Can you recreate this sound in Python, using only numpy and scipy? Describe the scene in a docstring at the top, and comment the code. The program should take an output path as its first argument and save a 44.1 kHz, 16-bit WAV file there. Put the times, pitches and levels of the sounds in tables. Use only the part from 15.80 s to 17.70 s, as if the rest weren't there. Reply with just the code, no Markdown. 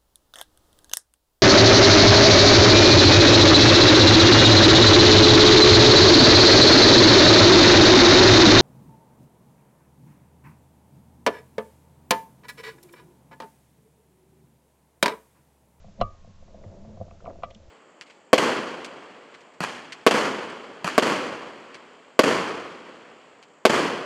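"""A shotgun swung outdoors, heard at contact distance: the microphone is fixed to the gun itself.
The hammer falls with a sharp click, steel on steel, and leaves its spring ringing. Hands rub and
bump the stock, right by the microphone; then the action clacks once more and small steel parts tick.
Behind the gun lie a low rumble of moving air and the microphone's steady hiss."""
import sys
import numpy as np
from scipy import signal
from scipy.fft import rfft, irfft
from scipy.io import wavfile

SR = 44100
rng = np.random.default_rng(int(sys.argv[2]) if len(sys.argv) > 2 else 0)


def persist_wave(psi):
    """Save psi, clipped to +-1, as 16-bit WAV."""
    counts = np.round(np.clip(psi, -1, 1) * 32767).astype(np.int16)
    wavfile.write(sys.argv[1], SR, np.atleast_2d(counts).T)


N = 83790

# hard blows of trigger, hammer, its rebound and latch:
# (time [s], body level [dB], bass cut [Hz], steel level [dB], treble cut [Hz], push [gain, rebound < 0])
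ACTION_BLOWS = [(0.2040, -56, 400, -34, 2500, 0.74), (0.2115, -40, 302, -26, 4980, 0.1),
                (0.2122, -9.5, 100, -20, 4540, 1), (0.2184, -18, 128, -44, 3000, -1.36),
                (1.6220, -34, 1000, -49, 1970, 0.97), (1.6335, -14, 770, -30, 2980, 0.94),
                (1.6351, -22.5, 753, -38, 2700, -0.3), (1.6420, -33.5, 930, -34, 2600, 1)]
# stock, barrels and microphone mount: (frequency [Hz], level [dB], t60 [s])
BODY_MODES = [(93, -18, 0.19), (205.7, -15.5, 0.13), (377.6, -28.5, 0.091), (516, -8.5, 0.045),
              (682, -3.5, 0.05), (780, -9.5, 0.031), (1022, -9, 0.022), (1185, -12, 0.046),
              (1312, -18, .05), (1477, -25, 0.039)]
# the steel action: (frequency [Hz], level [dB], t60 [s])
STEEL_MODES = [(1620, -22, 0.04), (1980, -15.5, 0.049), (2334, -16, 0.038), (2730, -42, .05),
               (2880, -19.5, 0.034), (2970, -21.5, 0.056), (3290, -17, 0.053), (3560, -15, .035),
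               (4060, -17.5, 0.044), (4640, -33.5, 0.024), (5300, -21.5, 0.021), (6600, -44.5, .025),
               (7040, -28, 0.02)]
# the hammer spring: (frequency [Hz], level [dB], t60 [s])
SPRING_MODES = [(615, -46, .2), (1082, -66, 3.5), (1157, -27.5, .2), (1227, -29.5, .23), (2299, -56, .22)]
# hammer and latch kick the spring: (time [s], level [dB])
SPRING_KICKS = [(0.2169, -0.5), (1.636, -16)]
# hands bump the stock: (time [s], level [dB], bass cut [Hz], treble cut [Hz])
HAND_BUMPS = [(0.042, -39.5, 150, 800), (0.081, -42.5, 200, 800), (0.234, -8.5, 50, 122),
              (0.303, -45, 300, 800), (0.345, -45, 400, 800), (0.444, -42, 393, 850),
              (0.473, -37, 100, 476), (0.624, -44.5, 400, 850), (0.678, -42.5, 406, 850),
              (0.707, -58, 300, 990), (0.743, -33, 250, 650), (0.838, -40.5, 800, 1400),
              (0.858, -14.5, 58, 130), (0.923, -45, 400, 750), (1.047, -38.5, 204, 900),
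              (1.15, -30, 50, 128.6), (1.171, -35.5, 103.4, 850), (1.195, -14.5, 50, 126.7),
              (1.2005, -32.5, 150, 700), (1.2100, -22, 77.7, 700), (1.2175, -32, 79, 620),
              (1.279, -39, 414, 900), (1.309, -36.5, 700, 1400), (1.442, -33, 300, 800),
              (1.4575, -22, 1344, 1600), (1.4683, -30, 450, 1124), (1.4750, -21.5, 447, 784),
              (1.496, -35, 50, 750), (1.502, -30, 680, 1100), (1.5535, -39, 396, 850),
              (1.5905, -43.5, 200, 825), (1.707, -37.5, 600, 800), (1.758, -28.5, 170, 254)]
# loose steel parts: (time [s], level [dB], pitch [Hz], snap level [dB])
PART_TICKS = [(0.836, -53.5, 2000, -62), (1.307, -53.5, 2600, -65), (1.403, -51.5, 1280, -85),
              (1.452, -47, 2400, -76), (1.466, -51, 2250, -69), (1.497, -48, 1600, -74),
              (1.7034, -47.5, 2200, -51.5), (1.7063, -43.5, 3130, -52.5), (1.7472, -45, 3160, -44)]
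# the grip shifts on the stock: (time [s], rub level [dB], flex level [dB])
GRIP_LEVELS = [(0, -71, -69), (0.06, -71.5, -48), (0.165, -74, -65), (0.205, -44.5, -38.5),
               (0.251, -55, -50), (0.33, -69.5, -72.5), (0.42, -76, -61.5), (0.5, -70, -50.5),
               (0.56, -80, -66), (0.71, -63, -53.5), (0.78, -58.5, -53), (0.88, -57, -51), (0.98, -58, -54),
               (1.08, -56.5, -51), (1.23, -60, -46), (1.39, -66.5, -60.5), (1.49, -44.5, -47.5),
               (1.55, -60, -57.5), (1.661, -56, -48.5), (1.78, -66.5, -83.5), (1.9, -63, -68)]
# the grip slips evenly: (peak time [s], length [s], level [dB])
GRIP_GROANS = [(1.084, 0.14, -47.5), (1.771, 0.066, -55)]
# air moving past the microphone: (frequency [Hz], relative level [dB])
AIR_SPECTRUM = [(12, 4.5), (25, -1), (45, -6.5), (70, -0.5), (130, -13.5), (300, -25.5), (700, -30),
                (1500, -40.5)]
# the microphone's own noise: (frequency [Hz], relative level [dB])
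HISS_SPECTRUM = [(200, 3.5), (1000, 14.5), (2000, 8), (3500, 6), (5000, 3.5), (7000, 6), (8000, 5),
                 (10000, -44)]

CRACK_DB, CRACK_T60_S, CRACK_LOW_HZ = -4, 0.012, 510
CHATTER_DB, CHATTER_T60_S, CHATTER_HZ, CHATTER_WIDTH_HZ = -0.5, 0.046, 2600, 1000
HAMMER_S, JOLT_HZ, JOLT_DB, JOLT_T60_S = 0.2165, 23.8, -21.5, 0.18
TICK_T60_S, TICK_WIDTH_HZ, TICK_RISE_S, TICK_RING_DB = 0.03, 220, 0.0023, 9.5
SNAP_LOW_HZ, SNAP_T60_S = 3800, 0.012
SLIPS_PER_S, SLIP_SPREAD_DB, GROAN_HZ = 1500, 4.5, 214.7
RUB_BAND_HZ, FLEX_BAND_HZ, RUB_DIRECT_DB = (406, 588), (130, 187), 2.5
AIR_DB, HISS_DB = -49.5, -67
MIC_TOP_HZ, CUTOFF_HZ = 7130, 8400


def action():
    """Steel strikes steel: it cracks, rings and buzzes; the body carries the blow to the microphone."""
    on_body = on_steel = crack = chatter = 0
    for s, body_db, bass_hz, steel_db, treble_hz, push in ACTION_BLOWS:
        on_body += push * from_db(body_db) * cut(click(s), bass_hz, "high")
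        on_steel += from_db(steel_db) * cut(click(s), treble_hz, "low")
        crack += from_db(steel_db + CRACK_DB) * cut(burst(s, CRACK_T60_S), treble_hz, "low", order=3)
        chatter += from_db(steel_db + CHATTER_DB) * burst(s, CHATTER_T60_S)
    ringing = ring(on_body, BODY_MODES) + ring(on_steel, STEEL_MODES)
    buzz = resonance(resonance(chatter, CHATTER_HZ, CHATTER_WIDTH_HZ), CHATTER_HZ, CHATTER_WIDTH_HZ)
    return ringing + cut(crack, CRACK_LOW_HZ, "high") + buzz


def hammer_spring():
    """Hard blows ring the spring's close, beating modes; the falling hammer also jolts the whole gun."""
    kicks = sum(from_db(db) * click(s) for s, db in SPRING_KICKS)
    jolt = ring(click(HAMMER_S), [(JOLT_HZ, JOLT_DB, JOLT_T60_S)])
    return ring(kicks, SPRING_MODES) - jolt


def hand_bumps():
    """Hands bump the stock, from dull low thuds to lighter, higher knocks."""
    force = sum(from_db(db) * band(click(s), low_hz, high_hz) for s, db, low_hz, high_hz in HAND_BUMPS)
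    return ring(force, BODY_MODES)


def part_ticks():
    """Small parts snap and rattle briefly against the action, which rings faintly."""
    t, out = np.arange(N) / SR, 0
    band_makeup = np.sqrt(SR / (np.pi * TICK_WIDTH_HZ))   # keeps the narrowed rattle at strength
    for s, db, hz, snap_db in PART_TICKS:
        rise = np.clip((t - s) / TICK_RISE_S, 0, 1)
        rattle = burst(s, TICK_T60_S) * rise * band_makeup
        steel = from_db(TICK_RING_DB) * ring(click(s), STEEL_MODES)
        snap = cut(burst(s, SNAP_T60_S), SNAP_LOW_HZ, "high")
        out += from_db(db) * resonance(rattle + steel, hz, TICK_WIDTH_HZ) + from_db(snap_db) * snap
    return out


def skin_slips():
    """Skin sticks and slips in a dense run of tiny impulses of uneven size."""
    sizes = from_db(SLIP_SPREAD_DB * np.minimum(rng.exponential(1, N), 4))
    signs = rng.choice([-1, 1], N)
    return sizes * signs * (rng.random(N) < SLIPS_PER_S / SR)


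def hand_rub():
    """Close friction, heard directly and through the stock; the shifting grip stirs the lowest modes."""
    s, rub_db, flex_db = np.transpose(GRIP_LEVELS)
    t = np.arange(N) / SR
    friction = band(skin_slips(), *RUB_BAND_HZ)
    rub = rms_one(ring(friction, BODY_MODES)) + from_db(RUB_DIRECT_DB) * rms_one(friction)
    flex = rms_one(ring(band(skin_slips(), *FLEX_BAND_HZ), BODY_MODES))
    return from_db(np.interp(t, s, rub_db)) * rub + from_db(np.interp(t, s, flex_db)) * flex


def grip_groans():
    """Regular stick-slip swells and fades near a low mode of the stock."""
    t = np.arange(N) / SR
    swell = sum(from_db(db) * np.exp(-(2 * (t - s) / length) ** 2) for s, length, db in GRIP_GROANS)
    return swell * np.sqrt(2) * np.sin(2 * np.pi * GROAN_HZ * t)


def air_rumble():
    """Moving air rumbles low on the microphone."""
    return from_db(AIR_DB) * coloured_noise(AIR_SPECTRUM)


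def microphone_hiss():
    """The microphone's steady noise floor."""
    return from_db(HISS_DB) * coloured_noise(HISS_SPECTRUM)


def from_db(db):
    """Decibels to gain."""
    return 10 ** (np.asarray(db) / 20)


def rms_one(x):
    """Scale to unit rms."""
    return x / np.sqrt(np.mean(x ** 2) + 1e-20)


def cut(x, hz, kind, order=2):
    """Butterworth low- or high-pass."""
    return signal.sosfilt(signal.butter(order, hz, kind, fs=SR, output="sos"), x + 1e-18)


def band(x, low_hz, high_hz):
    """A gentle bass cut and a steeper treble cut."""
    return cut(cut(x, low_hz, "high"), high_hz, "low", order=4)


def click(s):
    """A unit impulse at time s."""
    return np.maximum(0, 1 - np.abs(np.arange(N) - s * SR))


def burst(s, t60):
    """Noise that starts at time s and dies away."""
    age = np.arange(N) / SR - s
    return rng.standard_normal(N) * (age >= 0) * np.exp(-np.log(1000) * np.abs(age) / t60)


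def ring(force, modes):
    """Each mode answers an impulse with a dying sine; neighbours swing in opposite senses."""
    out = 0
    for k, (hz, db, t60) in enumerate(modes):
        r, w = np.exp(-np.log(1000) / (t60 * SR)), 2 * np.pi * hz / SR
        mode = signal.lfilter([0, np.sin(w)], [1, -2 * r * np.cos(w), r * r], force + 1e-18)
        out += (-1) ** k * from_db(db) * mode
    return out


def resonance(x, hz, width_hz):
    """A broad peak of gain 1."""
    r, w = np.exp(-np.pi * width_hz / SR), 2 * np.pi * hz / SR
    return signal.lfilter(np.array([1, 0, -1]) * (1 - r * r) / 2, [1, -2 * r * np.cos(w), r * r], x + 1e-18)


def coloured_noise(spectrum):
    """Steady noise of the given spectrum, rms 1."""
    hz, db = np.transpose(spectrum)
    bins = np.maximum(np.fft.rfftfreq(N, 1 / SR), 1)
    gain = from_db(np.interp(np.log(bins), np.log(hz), db))
    return rms_one(irfft(rfft(rng.standard_normal(N)) * gain, N))


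def scene():
    """The gun and hands up close, air and hiss behind, in mono."""
    background = air_rumble() + microphone_hiss()
    gun = action() + hammer_spring() + hand_bumps() + part_ticks() + hand_rub() + grip_groans()
    return (gun + background)[None]


def record(dry):
    """The microphone's top rolls off, then is cut steeply."""
    dull = cut(dry, MIC_TOP_HZ, "low", order=6)
    return signal.sosfilt(signal.cheby2(16, 55, CUTOFF_HZ, fs=SR, output="sos"), dull)


dry = scene()
out = record(dry)
persist_wave(out)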